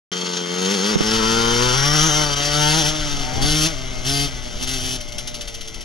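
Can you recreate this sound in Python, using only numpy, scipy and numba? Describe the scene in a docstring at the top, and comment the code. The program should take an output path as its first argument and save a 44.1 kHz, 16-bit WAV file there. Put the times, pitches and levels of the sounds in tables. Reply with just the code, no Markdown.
"""A small two-stroke dirt bike sputters at low revs, pulls away over a bumpy track, blips its throttle
three times and coasts off, popping. Each firing is an impulse that excites the resonances of the exhaust
pipe and its rasping steel shell; throttle, revs and distance set their levels. A wooded slope briefly
echoes the exhaust, and turbulent wind buffets the microphone once the bike has speed."""
import sys
import numpy as np
from scipy import signal
from scipy.fft import rfft, irfft, next_fast_len
from scipy.io import wavfile
from scipy.ndimage import uniform_filter1d
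from numba import njit

SR = 44100
rng = np.random.default_rng(int(sys.argv[2]) if len(sys.argv) > 2 else 0)


def bounce(signal):
    """Save signal as a 16-bit WAV file at the path given by the first command-line argument."""
    frames = np.transpose(np.atleast_2d(signal))
    limited = np.clip(frames, -1, 1)
    pcm = np.round(limited * 32767).astype(np.int16)
    wavfile.write(sys.argv[1], SR, pcm)


N = 257544
T = np.arange(N) / SR
REF_HZ = 130  # firing rate at which levels are stated


def undb(db):
    """Decibels to amplitude ratio."""
    return 10 ** (np.asarray(db) / 20)

def curves(table):
    """Linear interpolation of each column of a time table."""
    times, *columns = np.transpose(table)
    return [np.interp(T, times, column) for column in columns]

def ramp(x):
    """A linear rise, limited to 0-1."""
    return np.clip(x, 0, 1)

def steady(x, span_s=0.14):
    """Normalisation to a running rms of 1."""
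    return x / np.sqrt(uniform_filter1d(x ** 2, int(span_s * SR)) + 1e-12)

def lag(x, time_s):
    """First-order lag: a control follows with inertia."""
    keep = np.exp(-1 / (time_s * SR))
    return signal.lfilter([1 - keep], [1, -keep], x)

def wander(rate_hz):
    """Smoothed random fluctuation with a spread near 1."""
    step = int(SR / rate_hz)
    return 1.3 * uniform_filter1d(np.repeat(rng.standard_normal(N // step + 2), step), step)[:N]

def colour(x, points):
    """Minimum-phase filter through (frequency_hz, gain_db) points, with steep skirts."""
    size = 2 * next_fast_len(N // 2 + 4096, real=True)
    bins = np.fft.rfftfreq(size, 1 / SR) + 1
    hz, db = np.transpose(points)
    octaves_beyond = np.abs(np.log2(bins / np.clip(bins, hz[0], hz[-1])))
    gain_db = np.interp(np.log(bins), np.log(hz), db) - np.minimum(24 * octaves_beyond, 50)
    cepstrum = irfft(np.log(undb(gain_db)))
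    cepstrum[1:size // 2] *= 2  # folding the cepstrum makes the filter causal
    cepstrum[size // 2 + 1:] = 0
    return irfft(rfft(x, size) * np.exp(rfft(cepstrum)))[:N]

def ring(x, modes):
    """Superposition of (centre_hz, width_hz, gain_db) resonances."""
    return sum(undb(db) * signal.lfilter(*signal.iirpeak(hz, hz / width, fs=SR), x)
               for hz, width, db in modes)

def moving_ring(x, hz, width_hz):
    """Heterodyne filter: a resonance whose centre glides."""
    carrier = np.exp(2j * np.pi * np.cumsum(hz) / SR)
    return np.real(carrier * signal.lfilter(*signal.butter(2, width_hz / 2, fs=SR), x / carrier))

@njit
def follow(peak, release_s):
    """Peak detection: instant attack, exponential release."""
    out, held = np.empty(len(peak)), 0.
    for i in range(len(peak)):
        held = max(peak[i], held * (1 - 1 / (release_s * SR)))
        out[i] = held
    return out

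def bass_onset():
    """Envelope that lets the deepest bass in just before one second."""
    return np.clip((T - .88) / 0.076, .02, 1)

def light_running():
    """Crossfade from 0 in the long pull to 1 once the engine runs light."""
    return ramp((T - 2.85) / 0.082)

def level_db(throttle, hz, full_db, shut_loss_db, octave_db, doubling_db):
    """Level law: changes with throttle, per octave of revs and per doubling of distance."""
    distance = np.hypot(1, (T - 1.2) / 1.68)  # relative to the closest approach, at 1.2 s
    return full_db - shut_loss_db * (1 - throttle) + octave_db * np.log2(hz / REF_HZ) \
        - doubling_db * np.log2(distance)


# wind strength: time_s, level_db
WIND_LEVEL = [(0.9, -48), (1.22, -35.5), (2.95, -35.5), (3.16, -27.5), (3.27, -33.5), (3.45, -23),
              (3.58, -34.5), (4.83, -35.5), (5.84, -41)]
# wind spectrum: frequency_hz, gain_db
WIND_SPECTRUM = [(10,-5),(28,-6),(60,-15.5),(120,-24),(300,-30.5),(1500,-44.5)]
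def wind():
    """Turbulent pressure: a gusty rumble, partly coherent between the two microphone ports."""
    wind_db, = curves(WIND_LEVEL)
    shared, left, right = (steady(colour(rng.standard_normal(N), WIND_SPECTRUM), span_s=0.118)
                           for _ in range(3))
    gust_db = wind_db + wander(38) + np.array([[2.0], [-2.2]])
    return (shared + 1.49 * np.array([left, right])) * undb(gust_db) * bass_onset()

# gusts: start_s, level_db, decay_s
GUSTS = [(0.957,-1,0.009),(1.007,-7,0.008),(3.425,-22,0.03),(4.61,-28,0.03)]
# spectrum of their eddies: frequency_hz, gain_db
EDDY_SPECTRUM = [(90,-65),(160,25),(500,1),(1200,-4)]
def buffets():
    """Pressure transients: a gust hits the ports in antiphase with a snap, then a dying flutter."""
    snap, flutter = np.zeros(N), np.zeros(N)
    for start_s, db, decay_s in GUSTS:
        age = np.maximum(T - start_s, 0)
        snap += undb(db) * np.sin(2 * np.pi * 380 * age) * np.exp(-age / .0015)
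        flutter += undb(db) * (np.exp(-age / decay_s) - np.exp(-age / .003))
    eddies = steady(colour(rng.standard_normal(N), EDDY_SPECTRUM), span_s=.02)
    return (2.8 * snap + 1.3 * flutter * eddies) * np.array([[.4], [-1]])

# band that the slope returns: centre_hz, width_hz, gain_db
SLOPE_BAND = [(756,230,-0.5)]
def slope_echo(x, delay_s=.62, loudest_s=3.383, span_s=.2):
    """Reflection: for a moment a wooded slope throws back the exhaust's midrange."""
    late = np.interp(T - delay_s, T, x, left=0)
    return ring(ring(late, SLOPE_BAND), SLOPE_BAND) * np.exp(-((T - loudest_s) / span_s) ** 2)

# microphone port response: frequency_hz, left_over_right_db, left_lead_rad
PORT_RESPONSE = [(132,2.5,1),(261,-3,0),(569,9,2),(604,8.5,-2),(1174,11.5,5),(1660,14,7),(2300,9.5,4.5),(2610,3,5),(4130,1,6),(6180,4.5,7.5),(9030,-2,1),(9130,22,4.5)]
def microphone_ports(x):
    """Acoustic shading: the engine reaches each port with its own level and phase."""
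    hz = np.fft.rfftfreq(2 * N, 1 / SR)
    points_hz, balance_db, lead_rad = np.transpose(PORT_RESPONSE)
    left = undb(np.interp(hz, points_hz, balance_db))
    right = np.exp(-1j * np.interp(hz, points_hz, lead_rad))
    common = rfft(x, 2 * N) / np.maximum(np.abs(left + right) / 2, 0.68 * left)
    return irfft(common * np.array([left, right]))[:, :N]


def firings(turns, jitter_s, scatter_db):
    """Impulse train: one band-limited pulse a turn, scattered in time and strength."""
    due_s = np.interp(np.arange(1, int(turns[-1])), turns, T)
    chance = rng.standard_normal((len(due_s), 2))
    place = np.clip((due_s + jitter_s * chance[:, 0]) * SR, 10, N - 10)
    taps = place.astype(int)[:, None] + np.arange(-7, 9)
    offset = taps - place[:, None]
    pulse = np.sinc(offset) * np.sinc(offset / 8) * undb(scatter_db * chance[:, 1:])
    return np.bincount(taps.ravel(), pulse.ravel(), N)

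def gas(turns, decay_turns, leak):
    """Jet noise: turbulence bursts out each time the exhaust port opens."""
    return steady(rng.standard_normal(N) * (leak + np.exp(-(turns % 1) / decay_turns)))

def rattle(x, decay_s):
    """Multiple reflection: dense echoes in the pipe shift as the gas heats and cools."""
    age = T[:SR // 25]
    envelope = np.exp(-age / decay_s) - np.exp(-age / .0015)
    trains = (signal.fftconvolve(x, rng.standard_normal(len(age)) * envelope)[:N] for _ in range(3))
    return steady(sum(wander(12) * train for train in trains), span_s=.04)

# engine case modes: centre_hz, width_hz, gain_db
CASE_MODES = [(452.5,64,1.5),(595,49,4.5),(2040,380,0)]
def case_hum(drive, load, hz):
    """Forced vibration: the engine case hums, more strongly off the throttle."""
    db = level_db(load, hz, full_db=-42, shut_loss_db=-9, octave_db=14, doubling_db=6)
    return steady(ring(ring(drive, CASE_MODES), CASE_MODES)) * undb(db)

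# harmonics that sing out: start_s, end_s, harmonic_number, level_db
HARMONICS = [(1.094,1.63,12,-34),(1.837,2.05,8,-31),(1.993,2.24,9,-39),(2.51,2.834,9,-33),(2.562,2.91,6,-27.5),(4.079,4.29,5,-36)]
def singing(turns, fade_s=0.038):
    """Harmonic series: single multiples of the firing rate swell into clear, wavering notes."""
    out = np.zeros(N)
    for start_s, end_s, harmonic, db in HARMONICS:
        swell = ramp(np.minimum(T - start_s, end_s - T) / fade_s)
        tone = np.sqrt(2) * np.cos(2 * np.pi * harmonic * turns + 0.35 * wander(60))
        out += tone * swell * undb(db + 2.5 * wander(40))
    return out

# lone firings: start_s, level_db
LONE_FIRINGS = [(0.127,-13),(0.166,-15),(0.2114,-15),(0.258,-12),(0.33,-13.5),(0.368,-11),(4.624,-12),(4.672,-16),(5.0053,-18),(5.08,-23),(5.121,-21.5),(5.1812,-12.5),(5.273,-14)]
def pop_envelope(beat_start_s=5.342, gap_s=.0665, hold_s=0.007, decay_s=0.016):
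    """Exponential decay of each pop; on the overrun they settle into an even, fading beat."""
    beat = [(s, -15 - 12.5 * (s - beat_start_s)) for s in np.arange(beat_start_s, T[-1], gap_s)]
    return sum(undb(db) * (T >= s) * np.exp(-np.maximum(T - s - hold_s, 0) / decay_s)
               for s, db in LONE_FIRINGS + beat)

# shrill resonance: time_s, pitch_hz, level_over_shell_db
SHRIEK_PATH = [(1.6,5900,-28),(1.79,5723,0),(1.9,5530,-1),(2.05,6080,-2),(2.33,5700,-8),(2.5,5535,-20)]
def shriek(pulses):
    """A gliding resonance, excited by the firings, shrills during the long pull."""
    pitch_hz, db = curves(SHRIEK_PATH)
    return undb(db) * steady(moving_ring(rattle(pulses, decay_s=.008), pitch_hz, width_hz=500))

# steel shell modes: centre_hz, width_hz, gain_db, strongest_firing_hz
SHELL_MODES = [(3196,87,0,86.4),(4376,100,0,85),(6620,480,-4,92),(5390,300,-8,103),(4754,123,-2,112),(3060,154,-8.5,117),(4650,220,-5.5,144),(5140,200,-8,143),(3090,195,-13,148)]
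def shell_ring(strike, hz, throttle, spread_hz=9.7):
    """Modal resonance: each mode sings near its own revs, wavering as the gas heats and cools."""
    detune = 1 + 0.01 * wander(5.6)
    modes = np.zeros(N)
    for centre_hz, width_hz, db, firing_hz in SHELL_MODES:
        excitation = np.exp(-((hz - firing_hz) / spread_hz) ** 2)
        modes += moving_ring(strike, centre_hz * detune, width_hz) * excitation * undb(db + 3.2 * wander(14))
    return modes * undb(8.5) * throttle

# spectra of the rasp and of its thin top: frequency_hz, gain_db
RASP_SPECTRUM = [(1500,-10),(2450,-9.5),(3100,3),(3900,-4.5),(4800,-2.5),(6100,-1),(7000,-8.5),(8200,-20)]
SIZZLE_SPECTRUM = [(8300,-17),(10300,1.5),(11600,-10.5),(14000,-17)]
def rasp(hz, turns, throttle, pops):
    """Shock excitation: the steel pipe rasps as gas hisses out. Returns direct and scattered sound."""
    pulses = firings(turns, jitter_s=.00002, scatter_db=2)
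    shocks = rattle(pulses, decay_s=.014)
    strike = steady(shocks + (.9 - .55 * throttle) * gas(turns, decay_turns=.8, leak=1.3))
    shell = steady(colour(strike + 2 * shell_ring(strike, hz, throttle), RASP_SPECTRUM))
    metal = steady(shell + shriek(pulses), span_s=0.0274)

    rasp_db = level_db(throttle, hz, full_db=-20, shut_loss_db=14, octave_db=9.5, doubling_db=4)
    sizzle_db = level_db(throttle, hz, full_db=-34, shut_loss_db=22, octave_db=11, doubling_db=-2)
    flutter = undb(0.81 * wander(45))
    burst = undb(-14) * pops
    crisp_burst = undb(-8.5) * burst * hz / REF_HZ * (light_running() + 0.087)
    rasp_gain = np.hypot(undb(rasp_db) * flutter, burst)  # pops add in power
    sizzle_gain = np.hypot(undb(sizzle_db) * flutter, crisp_burst)

    crackle = steady(firings(turns, jitter_s=.0002, scatter_db=5))
    sizzle = steady(colour(strike + 0.29 * crackle, SIZZLE_SPECTRUM))
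    hiss = steady(colour(gas(turns, decay_turns=.6, leak=.5), RASP_SPECTRUM))
    thin_hiss = steady(colour(gas(turns, decay_turns=.4, leak=.3), SIZZLE_SPECTRUM))
    scattered = undb(-14) * rasp_gain * hiss + undb(-9) * sizzle_gain * thin_hiss
    return metal * rasp_gain + sizzle * sizzle_gain, scattered

# silencer spectrum: frequency_hz, gain_db
BARK_SPECTRUM = [(600,-24),(850,-5),(1100,-1),(1330,1.5),(1700,-4),(2100,-4),(2700,-17)]
# silencer resonances: centre_hz, width_hz, gain_db
SNARL_MODES = [(1036,150,1),(1370,34,-0.5)]
def silencer(push, blast, load, hz, pops):
    """Acoustic filtering: the silencer barks at each blast, and its resonances snarl in mid-pull."""
    bark_db = level_db(load, hz, full_db=-26, shut_loss_db=6.5, octave_db=9.5, doubling_db=10.5)
    bark = steady(colour(blast * (1 + 3 * pops), BARK_SPECTRUM))
    snarl = steady(colour(ring(push + blast, SNARL_MODES), BARK_SPECTRUM))
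    swell = ramp(np.minimum(T - 0.74, 2.49 - T) / 0.7)
    return bark * undb(bark_db) + snarl * undb(-30) * swell

def thump(turns, load, hz, cutoff_hz=128.2):
    """Radiation of the fundamental: it needs a wide-open throttle and falls steeply below cutoff."""
    db = level_db(load ** 4.8, hz, full_db=-19.5, shut_loss_db=12, octave_db=6.5, doubling_db=7.5)
    rolloff_db = 53 * np.minimum(np.log2(hz / cutoff_hz), 0)
    return np.sqrt(2) * np.cos(2 * np.pi * (turns - .15)) * bass_onset() * undb(db + rolloff_db)

def ground_dip(x, centre_hz=658, width_hz=240, end_s=2.13):
    """Destructive interference: the grass cancels one band while the bike is close."""
    return x - ring(x, [(centre_hz, width_hz, -1.58)]) * ramp((end_s - T) / 0.082)

# pipe spectra at low revs, pulling hard and running light: frequency_hz, gain_db
LUGGING_SPECTRUM = [(130,0),(192,17),(222,16),(275,2),(330,8),(390,12),(480,13.5),(560,2.5),(680,-8),(900,2)]
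PULLING_SPECTRUM = [(170,1.5),(260,5),(320,19.8),(440,10.8),(610,13.9),(760,12.7),(920,11.4)]
COASTING_SPECTRUM = [(220,4.5),(255,13),(305,16.5),(350,6),(440,10),(510,-6),(640,5),(720,2.5),(900,-3.5)]
def pipe_drone(push, load, hz):
    """Pipe resonance: the firings drone through formants that change with revs and load."""
    lugging, pulling, coasting = (steady(colour(push, spectrum))
                                  for spectrum in (LUGGING_SPECTRUM, PULLING_SPECTRUM, COASTING_SPECTRUM))
    light = light_running()
    fast = ground_dip(steady((1 - light) * pulling + light * coasting))
    slow_db = level_db(lag(load, 0.019), hz, full_db=-21, shut_loss_db=24, octave_db=-1.5, doubling_db=8.5)
    fast_db = level_db(load, hz, full_db=-26.5, shut_loss_db=12, octave_db=14.5, doubling_db=4.5)
    revved = ramp((np.maximum.accumulate(hz) - 124) / 14)  # follows the highest revs so far
    return (1 - revved) * lugging * undb(slow_db) + revved * fast * undb(fast_db)

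def exhaust(hz, turns, throttle, pops):
    """Source and filter: firing pulses and gas noise drive pipe, silencer and case."""
    load = lag(throttle, 0.0011)
    pulses = steady(firings(turns, jitter_s=.000042, scatter_db=1.1))
    puff = gas(turns, decay_turns=1, leak=.9)
    push = pulses + (.35 - .27 * throttle) * puff
    blast = .35 * pulses + rattle(pulses, decay_s=.012) + (.9 - .5 * throttle) * puff
    return (case_hum(push + blast, load, hz) + singing(turns) + silencer(push, blast, load, hz, pops)
            + thump(turns, load, hz) + pipe_drone(push, load, hz))

# firing rate from road speed alone: time_s, firing_hz
ROAD_RATE = [(0.11,89.96),(0.5,87.43),(1.05,108.1),(1.45,115.6),(1.7,124.1),(1.87,142.5),(2.0,152.3),(2.18,153.2),(2.32,141.9),(2.68,151.5),(2.96,154.1),(3.2,137.7),(3.4,131.8),(3.6,134.6),(4.03,124.6),(4.3,126.5),(4.52,120.8),(4.71,125.6),(5.06,117.4),(5.23,122.9),(5.66,111.2)]
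# throttle twists: open_s, shut_s, opening_fraction, roll_on_s, wheelspin_hz
THROTTLE_TWISTS = [(0.0,0.7,0.67,0.0091,0.5),(0.05,2.09,0.95,0.6,0),(2.0,2.245,0.87,0.014,0),(2.0,2.7,0.7,0.014,0),(2.25,2.89,0.96,.33,0),(2.8,3.38,0.44,0.0086,0.5),(3.409,3.675,.98,.012,20),(4.043,4.258,0.98,0.012,16),(4.59,4.645,0.6,.015,5),(4.668,4.96,0.84,0.0059,6.5)]
# bumps, where the rear wheel goes light and then lands: time_s, flare_hz, dip_hz
TRACK_BUMPS = [(0.74,7,7.1),(0.91,7,7.9),(1.171,3,3.23),(1.68,3.5,4.25),(1.769,5,2.024),(1.868,4,1.515),(1.948,5,0.51),(2.069,9,6.26),(2.791,11.5,6.9),(3.23,0,12.1),(3.708,23,2.9),(4.75,1,5.5)]
# breaks at the gear change and between two pulls: time_s, half_length_s, lost_fraction
THROTTLE_CUTS = [(1.007,0.069,0.21),(2.354,0.013,1)]
def rider(flare_s=.072, land_s=.045, recover_s=.054):
    """Load and inertia: throttle opening and firing rate follow road speed, twists and bumps."""
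    held = 0.19 * (T < 4.94)  # just open between twists, then let go
    spin_hz, bump_hz, jolts = np.zeros((3, N))
    for open_s, shut_s, opening, roll_s, wheelspin_hz in THROTTLE_TWISTS:
        twist = ramp((T - open_s) / roll_s) * (T < shut_s)
        held = np.maximum(held, opening * twist)
        spin_hz += wheelspin_hz * twist
    for s, flare_hz, dip_hz in TRACK_BUMPS:
        bump_hz += np.interp(T - s, [-flare_s, 0, land_s, land_s + recover_s], [0, flare_hz, -dip_hz, 0])
        jolts += 0.013 * dip_hz * ramp(1 - np.abs(T - s - land_s) / 0.077)  # landing knocks the throttle
    cuts = sum(lost * ramp(1 - np.abs(T - s) / half_s) for s, half_s, lost in THROTTLE_CUTS)
    throttle = ramp(np.maximum(held, lag(held, 0.016)) * (1 - jolts - cuts))
    road_hz, = curves(ROAD_RATE)
    return throttle, road_hz + lag(spin_hz, .035) + bump_hz


def scene():
    """Superposition: one crankshaft drives exhaust and rasp; echo and wind add to them."""
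    throttle, hz = rider()
    turns = np.cumsum(hz * (1 + .003 * wander(35))) / SR
    pops = lag(pop_envelope(), 0.00053)
    pipe = exhaust(hz, turns, throttle, pops)
    metal, scattered = rasp(hz, turns, throttle, pops)
    reflections = scattered * np.array([[1], [-1]])  # opposite in sign at the two ports
    return microphone_ports(pipe + slope_echo(pipe) + metal) + reflections + wind() + buffets()

def record(dry, ceiling=.85, start_s=0.117, top_hz=14300):
    """Peak limiting ducks the hardest gust; the sound starts abruptly and is low-pass filtered."""
    peak = follow(np.abs(dry).max(axis=0), release_s=.07)
    gain = np.minimum(1, ceiling / (peak + 1e-9))
    lowpass = signal.ellip(8, .2, 70, top_hz, fs=SR, output="sos")
    return signal.sosfilt(lowpass, dry * gain * (T >= start_s))


dry = scene()
out = record(dry)
bounce(out)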